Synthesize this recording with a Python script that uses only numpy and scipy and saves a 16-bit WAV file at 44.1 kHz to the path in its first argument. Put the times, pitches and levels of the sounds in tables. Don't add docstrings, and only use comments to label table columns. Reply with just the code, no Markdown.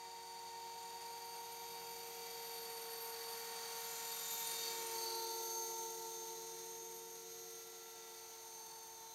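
import sys
import numpy as np
from scipy import signal
from scipy.io import wavfile

SR = 44100
rng = np.random.default_rng(int(sys.argv[2]) if len(sys.argv) > 2 else 0)


def transcribe(signal):
    frames = np.atleast_2d(signal).T
    limited = np.clip(frames, -1, 1)
    pcm = np.round(limited * 32767).astype(np.int16)
    wavfile.write(sys.argv[1], SR, pcm)


N = 403074
STEP = 40
MOTOR = 150 / 14
TAIL = 106 / 25
BEATS_PER_TURN = .59
REFERENCE_M, LAST_BEARING_DEG = 20, 240

# t/s, shaft speed as heard/Hz, distance/m, bearing of the listener from the nose/deg
FLIGHT = [(0.0, 43.253, 39.2, 0.0), (0.64, 43.125, 30.6, 7.0), (1.06, 43.392, 26.1, 10.0),
          (1.24, 43.404, 24.3, 15.0), (2.26, 43.29, 17.6, 41.0), (2.86, 42.881, 14.7, 56.0),
          (3.34, 43.037, 13.4, 68.0), (3.76, 43.043, 12.6, 82.0), (4.3, 42.898, 9.6, 96.0),
          (4.54, 42.904, 7.9, 105.0), (4.72, 42.84, 8.5, 114.0), (4.96, 42.518, 10.8, 127.0),
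          (5.2, 42.537, 13.7, 144.0), (5.86, 42.331, 18.9, 170.0), (6.04, 42.27, 20.5, 172.0),
          (6.22, 42.211, 22.1, 174.0), (6.58, 42.429, 25.7, 180.0), (7.06, 42.546, 31.2, 181.0),
          (7.36, 42.563, 34.5, 195.0), (7.9, 42.343, 41.3, 216.0), (8.62, 42.14, 46.6, 238.0),
          (9.14, 42.158, 50.1, 240.0)]
FAMILIES = [ (MOTOR, [(MOTOR - 1, -30), (MOTOR + 1, -27)]), (2 * MOTOR, [(2 * MOTOR - 1, -21), (18.72, -28),
            (19.19, -24)]), (106, [(100, -18), (112, -19), (10 * MOTOR, -14), (11 * MOTOR, -16),
            (110.25, -19)]), (150, []), (212, [(206, -5), (218, -14), (200, -16), (205, -12),
            (18 * MOTOR, -12), (21 * MOTOR, -15), (22 * MOTOR, -16)]), (292, [(291.75, -5), (281.28, -16),
            (296, -11), (24 * MOTOR, -17), (26 * MOTOR, -17), (27 * MOTOR, -13)]), (300, [(308, -9),
            (316, -15), (318.75, -15), (29 * MOTOR, -14)]), (2, [(3, -5), (5, -5)]), (4, [(6, -9),
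            (8, -9)]), (2 * TAIL, [(2 * TAIL + 1, -20), (4 * TAIL, -12.5)]), (17.19, [(TAIL, -14),
            (14.94, -13), (3 * TAIL, -13), (17.97, -12)]), (3 * MOTOR, []), (4 * MOTOR, [(6 * TAIL, -1),
            (6 * TAIL + 1, -2), (8 * TAIL, -4), (8 * TAIL + 1, -7), (10 * TAIL, -8), (38.59, -8)]),
            (46.62, []), (5 * MOTOR, [(6 * MOTOR, -5), (7 * MOTOR, -3), (12 * TAIL + 1, -9),
            (12 * TAIL + 2, -9), (14 * TAIL, -10), (14 * TAIL + 2, -9), (49.34, -12)]), (8 * MOTOR, []),
            (9 * MOTOR, [(95.28, -9)]), (134, [(131.28, -2), (12 * MOTOR, -5), (126, -11)]),
            (13 * MOTOR, []), (142, [(141, -13), (144, -16), (152.66, -7)]), (158, [(15 * MOTOR, -1),
            (16 * MOTOR, -7)]), (165.38, [(176.06, -11), (168.72, -14), (164.38, -9)]), ]
# lead's rms level/dB at REFERENCE_M, a column every 20 deg from the nose
TONE_DIRECTIVITY = [(-59, -58.5, -57.0, -57, -60, -67.5, -59, -54.5, -54, -54, -53.5, -55.0, -58),
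                    (-48, -51, -58.5, -60, -60, -63.0, -58, -53.5, -52.0, -56.0, -68, -59.5, -52),
                    (-57, -59, -57.5, -61.0, -60.5, -69.5, -55, -54, -59.5, -70.5, -67, -62.5, -63.5),
                    (-69, -62.5, -75, -73.0, -63.0, -64.5, -69, -60, -50, -56.0, -54.5, -57, -53),
                    (-70.0, -69.5, -70.5, -66.5, -72, -63, -60, -68.5, -68, -66.5, -65.5, -68, -64),
                    (-74, -66, -71, -63, -72, -60, -81, -69, -65, -66.5, -64, -68.0, -71),
                    (-74.5, -65, -62.5, -62, -72.0, -67, -69, -65, -60, -68, -62, -72, -65.5),
                    (-79.5, -81, -83, -87, -88, -92.5, -89, -88, -102.5, -85, -85, -83, -80.5),
                    (-77, -81, -80.5, -95.5, -89, -80.5, -89, -96, -81.5, -72.5, -74.0, -85, -80),
                    (-63.5, -69, -69.5, -77.5, -78.5, -83.0, -67.5, -61, -59.5, -59, -59, -62.0, -64.5),
                    (-60.5, -66, -64, -68, -66.5, -72.0, -75, -79, -72, -71.5, -64, -65.5, -67),
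                    (-76, -73, -75.5, -75.0, -69, -76, -74.0, -67.5, -64, -72.0, -65.5, -61.5, -69),
                    (-70.5, -76.5, -80, -72.5, -73, -76, -75.5, -76, -92, -78.5, -80, -88, -71),
                    (-68, -91.5, -72, -81.0, -77.5, -94, -77, -82.0, -71.5, -75, -69, -65.5, -79),
                    (-68.0, -69.5, -68.5, -75.5, -71, -75, -68.5, -74.5, -84.5, -75, -76, -72, -73.5),
                    (-65, -68, -64, -73, -74.0, -61.5, -65, -64, -69.0, -67, -67.5, -63.5, -65),
                    (-73.0, -73, -86, -96, -76.0, -61.5, -71, -60, -69, -64.5, -64, -67, -63),
                    (-80, -84.5, -76.0, -76, -79.5, -79, -75.0, -77, -73, -69.5, -65, -69.0, -68),
                    (-66, -70, -66, -77, -66.5, -66, -65.0, -64.5, -64, -63, -59, -77, -72.0),
                    (-71.0, -69, -74, -74.0, -74.0, -74, -76.0, -63, -63.0, -66.5, -72, -58.5, -59.5),
                    (-67, -74, -74, -74, -80, -79, -86.0, -77, -65, -65.0, -63.5, -64, -63.5),
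                    (-72, -74, -75, -80, -65, -61.5, -67, -83, -67, -72, -83.0, -86, -82)]
LOBES = {1: [(6.0, 3.5, 0.1), (7.95, 3.5, .08)], 2: [(2.05, -4.5, .16), (3.95, -7, .06), (4.62, 4.5, 0.069),
         (4.85, -17, 0.066), (4.12, 4, 0.069), (5.08, 0.5, .06), (6.2, 0.5, 0.062), (8.7, 8, .1)],
         3: [(2.25, 7, .1), (4.15, -7.5, 0.073), (5.0, 9.5, 0.064), (6.05, -5, 0.042), (8.6, 4, 0.092)],
         4: [(4.35, -8, .1), (4.51, 9.5, 0.044), (4.7, -14, 0.16), (8.58, 3, 0.054)], 5: [(.75, -8, .16),
         (3.8, 10, 0.065), (4.4, 2, .06), (5.72, 3, .06), (6.27, 5, .05), (7.04, 5, .1)],
         6: [(4.1, 9, 0.068), (4.3, -4, .05), (4.98, 5, .08), (5.5, 2, .06), (8.55, 5, .08)],
         8: [(1.8, 7, 0.14)], 14: [(4.5, 3, .08), (5.65, 8, .16)], 15: [(1.2, -11, .1), (2.1, -9, 0.17),
         (5.0, -18, 0.13), (8.35, -5, 0.13)], 16: [(3.05, 9, .16), (4.3, -12, .16), (6.95, -13, 0.13),
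         (8.8, -12, 0.085)], 18: [(.95, -11, 0.18)], 19: [(3.85, -3, .1), (6.85, -9, 0.082),
         (7.6, -12, .1)], 20: [(4.35, 8, 0.18)], 21: [(3.7, -10, .1)]}
RUNOUT = {2: (0.16, 0.27, 0.36, 0.27), 3: (0.23, 0.57, 0.092, 0.056), 4: (.2, 0.18, 0.87, 0.59),
          5: (0.72, 1, 0.063, 0.053), 6: (0.44, 0.77, 0.046, 0.08)}
SKIRTS = {0: (57, -19.5), 1: (15, -18), 2: (57, -13.5), 3: (370, -27), 4: (91, -4.5), 5: (330, -12),
          6: (160, -11), 9: (25, -15.5), 10: (24, -15), 12: (30, -4.5), 14: (27, -10), 15: (220, -9),
          21: (900, -2.4)}
# f/Hz, relative spectral density/dB
RUSH_SPECTRUM = [(30, -11), (50, -34), (80, -11), (150, -7), (400, -6.5), (800, -3.5), (1300, -4),
                 (2500, -4.5), (3800, -6), (6000, -2), (8200, -7), (10300, -8), (11600, -9), (12700, -5.5),
                 (14200, -18), (16500, -11)]
RUSH_RANGES_HZ = [100, 500, 800, 1200, 2300, 6000, 12500]
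# gain/dB, a column every 20 deg from the nose
RUSH_DIRECTIVITY = [(0, -2, -0.65, -0.5, -0.43, -1, 5, 2.5, 0, 0.46, -1, 2.8, 4.3),
                    (4.5, 4.0, 1, -1.3, -0.28, -10, -10, 0, 2.5, -2.8, -1.5, 3.8, 5.2),
                    (2, 0.5, -0.0, 1.5, 2.0, -2.5, 0.5, -0.5, -2, -0.79, 0.5, 3.1, 3.8),
                    (2.5, 2, 0.5, 1.0, 1.4, -1.5, -2.5, -0.5, -4.0, -1.2, 1.5, 3.8, 2.0),
                    (2, -1.0, -0.34, -1.7, 0.5, 1.0, 1, 1.5, 2, 1.9, 2.5, 3.5, 2.5),
                    (-2.5, -2, -0.91, -1.2, 0.0, 0.5, 0.5, 1.0, 4, 0.31, 3.5, 4.0, 5.5)]
# f/Hz, bandwidth/Hz, gain/dB
FRAME_MODES = [(740, 115, 3), (849, 125, 8.5), (1995, 130, 3), (4050, 1070, 5.5), (5300, 230, -3),
               (6430, 890, 2.5), (8780, 260, 8.5), (1025, 68, -0.5), (10260, 380, -12), (12670, 460, 8)]
# t/s, lag/cycles, rms level/dB
ECHO_PATH = [(1.2, 1.5, -80), (1.8, 6.3, -69), (2.4, 10.19, -68), (3.0, 13.66, -66), (3.6, 16.3, -65),
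             (4.2, 18.46, -66), (4.7, 19.7, -66), (5.2, 20.2, -70), (5.7, 19.27, -67), (6.0, 18.34, -67),
             (6.3, 16.96, -74), (7.0, 13.5, -84)]


def from_db(db):
    return np.exp(np.asarray(db) * (np.log(10) / 20))


def at_steps(rows):
    times, *columns = np.transpose(rows)
    return [np.interp(np.arange(N // STEP + 2) * STEP / SR, times, column) for column in columns]


def at_samples(control):
    return (control[:-1, None] + np.diff(control)[:, None] * np.arange(STEP) / STEP).ravel()[:N]


def unit_rms(x):
    return x / np.sqrt(np.mean(x ** 2) + 1e-20)


def lowpass_noise(corner_hz, count, step=1):
    pole = np.exp(-2 * np.pi * step * corner_hz / SR)
    return signal.lfilter([1], [1, -2 * pole, pole * pole], rng.standard_normal(count))


def drift(corner_hz):
    return unit_rms(lowpass_noise(corner_hz, N // STEP + 2002, STEP)[2000:])


def radiated_db(directivity, distance_m, bearing_deg):
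    bearings = np.linspace(0, LAST_BEARING_DEG, len(directivity[0]))
    beamed_db = np.array([np.interp(bearing_deg, bearings, row) for row in directivity])
    return beamed_db + 20 * np.log10(REFERENCE_M / distance_m)


def lobes_db(family):
    t = np.arange(N // STEP + 2) * STEP / SR
    return sum(db * np.exp(-.5 * ((t - peak_s) / spread_s) ** 2)
               for peak_s, db, spread_s in LOBES.get(family, []))


def lead_tone(family, phase, shaft_angle):
    sway, slow_sway, throb, slow_throb = RUNOUT.get(family, (0, 0, 0, 0))
    once, beat = np.cos(shaft_angle), np.cos(BEATS_PER_TURN * shaft_angle)
    return np.cos(phase + sway * once + slow_sway * beat) * (1 + throb * once + slow_throb * beat)


def contact_skirt(phase, width_hz, level_db):
    return from_db(level_db) * unit_rms(lowpass_noise(width_hz, N)) * np.cos(phase)


def drive_train(shaft_angle, levels_db, flutter_db, blur_rad, rocking_db):
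    tones = np.zeros(N)
    for family, (order, followers) in enumerate(FAMILIES):
        sensitivity = np.sqrt(order / 100)
        angle = shaft_angle + blur_rad * sensitivity * at_samples(drift(25)) / order
        partials = lead_tone(family, order * angle, shaft_angle)
        partials *= at_samples(from_db(flutter_db * sensitivity * drift(20)))
        for follower_order, db in followers:
            partials += from_db(db) * np.cos(follower_order * angle + rng.uniform(0, 2 * np.pi))
        if family in SKIRTS:
            partials += contact_skirt(order * shaft_angle, *SKIRTS[family])
        level_db = levels_db[family] + lobes_db(family) + rocking_db * sensitivity * drift(4.4)
        tones += np.sqrt(2) * at_samples(from_db(level_db)) * partials
    return tones


def rush(shaft_angle, gains_db, flicker_db, shaft_depth, tail_depth):
    bass_db = 0.12 * gains_db[0]
    gains_db = np.vstack([bass_db, gains_db])
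    spectrum_hz, spectrum_db = np.transpose(RUSH_SPECTRUM)
    white, common_drift = rng.standard_normal((2, N)), drift(30)
    pulsing = shaft_depth * np.cos(shaft_angle) + tail_depth * np.cos(2 * TAIL * shaft_angle)
    edges_hz = 28 * 2 ** (np.arange(29) / 3)
    noise = np.zeros(N)
    for k, (low, high) in enumerate(zip(edges_hz, edges_hz[1:])):
        hz = np.sqrt(low * high)
        row = np.interp(np.log(hz), np.log(RUSH_RANGES_HZ), np.arange(len(gains_db)))
        below = min(int(row), len(gains_db) - 2)
        band_db = gains_db[below] + (row - below) * (gains_db[below + 1] - gains_db[below])
        band_db += np.interp(np.log(hz), np.log(spectrum_hz), spectrum_db)
        brightness = min(hz / 2500, 1)
        band_db += brightness * flicker_db * (common_drift + drift(20))
        band = signal.sosfilt(signal.butter(2, [low, high], "band", fs=SR, output="sos"), white[k % 2])
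        noise += band * (1 + brightness * pulsing) * at_samples(from_db(band_db))
    return noise


def frame_resonances(x):
    for hz, width_hz, gain_db in FRAME_MODES:
        r = np.exp(-np.pi * width_hz / SR)
        feedback = [1, -2 * r * np.cos(2 * np.pi * hz / SR), r * r]
        mode = signal.lfilter([(1 - r * r) / 2, 0, (r * r - 1) / 2], feedback, x)
        x = x + (from_db(gain_db) - 1) * mode
    return x


def motor_echo(shaft_angle):
    lag_cycles, level_db = at_steps(ECHO_PATH)
    phase = 2 * MOTOR * shaft_angle - 2 * np.pi * at_samples(lag_cycles)
    return np.sqrt(2) * at_samples(from_db(level_db)) * np.cos(phase)


def scene():
    shaft_hz, distance_m, bearing_deg = at_steps(FLIGHT)
    shaft_angle = 2 * np.pi * np.cumsum(at_samples(shaft_hz)) / SR
    tone_levels_db = radiated_db(TONE_DIRECTIVITY, distance_m, bearing_deg)
    tones = drive_train(shaft_angle, tone_levels_db, flutter_db=.8, blur_rad=.08, rocking_db=1.0)
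    rush_gains_db = radiated_db(RUSH_DIRECTIVITY, distance_m, bearing_deg)
    noise = rush(shaft_angle, rush_gains_db, flicker_db=.5, shaft_depth=0.038, tail_depth=0.17)
    noise = from_db(-53.5) * unit_rms(frame_resonances(noise))
    return (tones + noise + motor_echo(shaft_angle))[None, :]


def record(dry):
    return signal.sosfilt(signal.ellip(12, .5, 60, 15750, fs=SR, output="sos"), dry)


dry = scene()
out = record(dry)
transcribe(out)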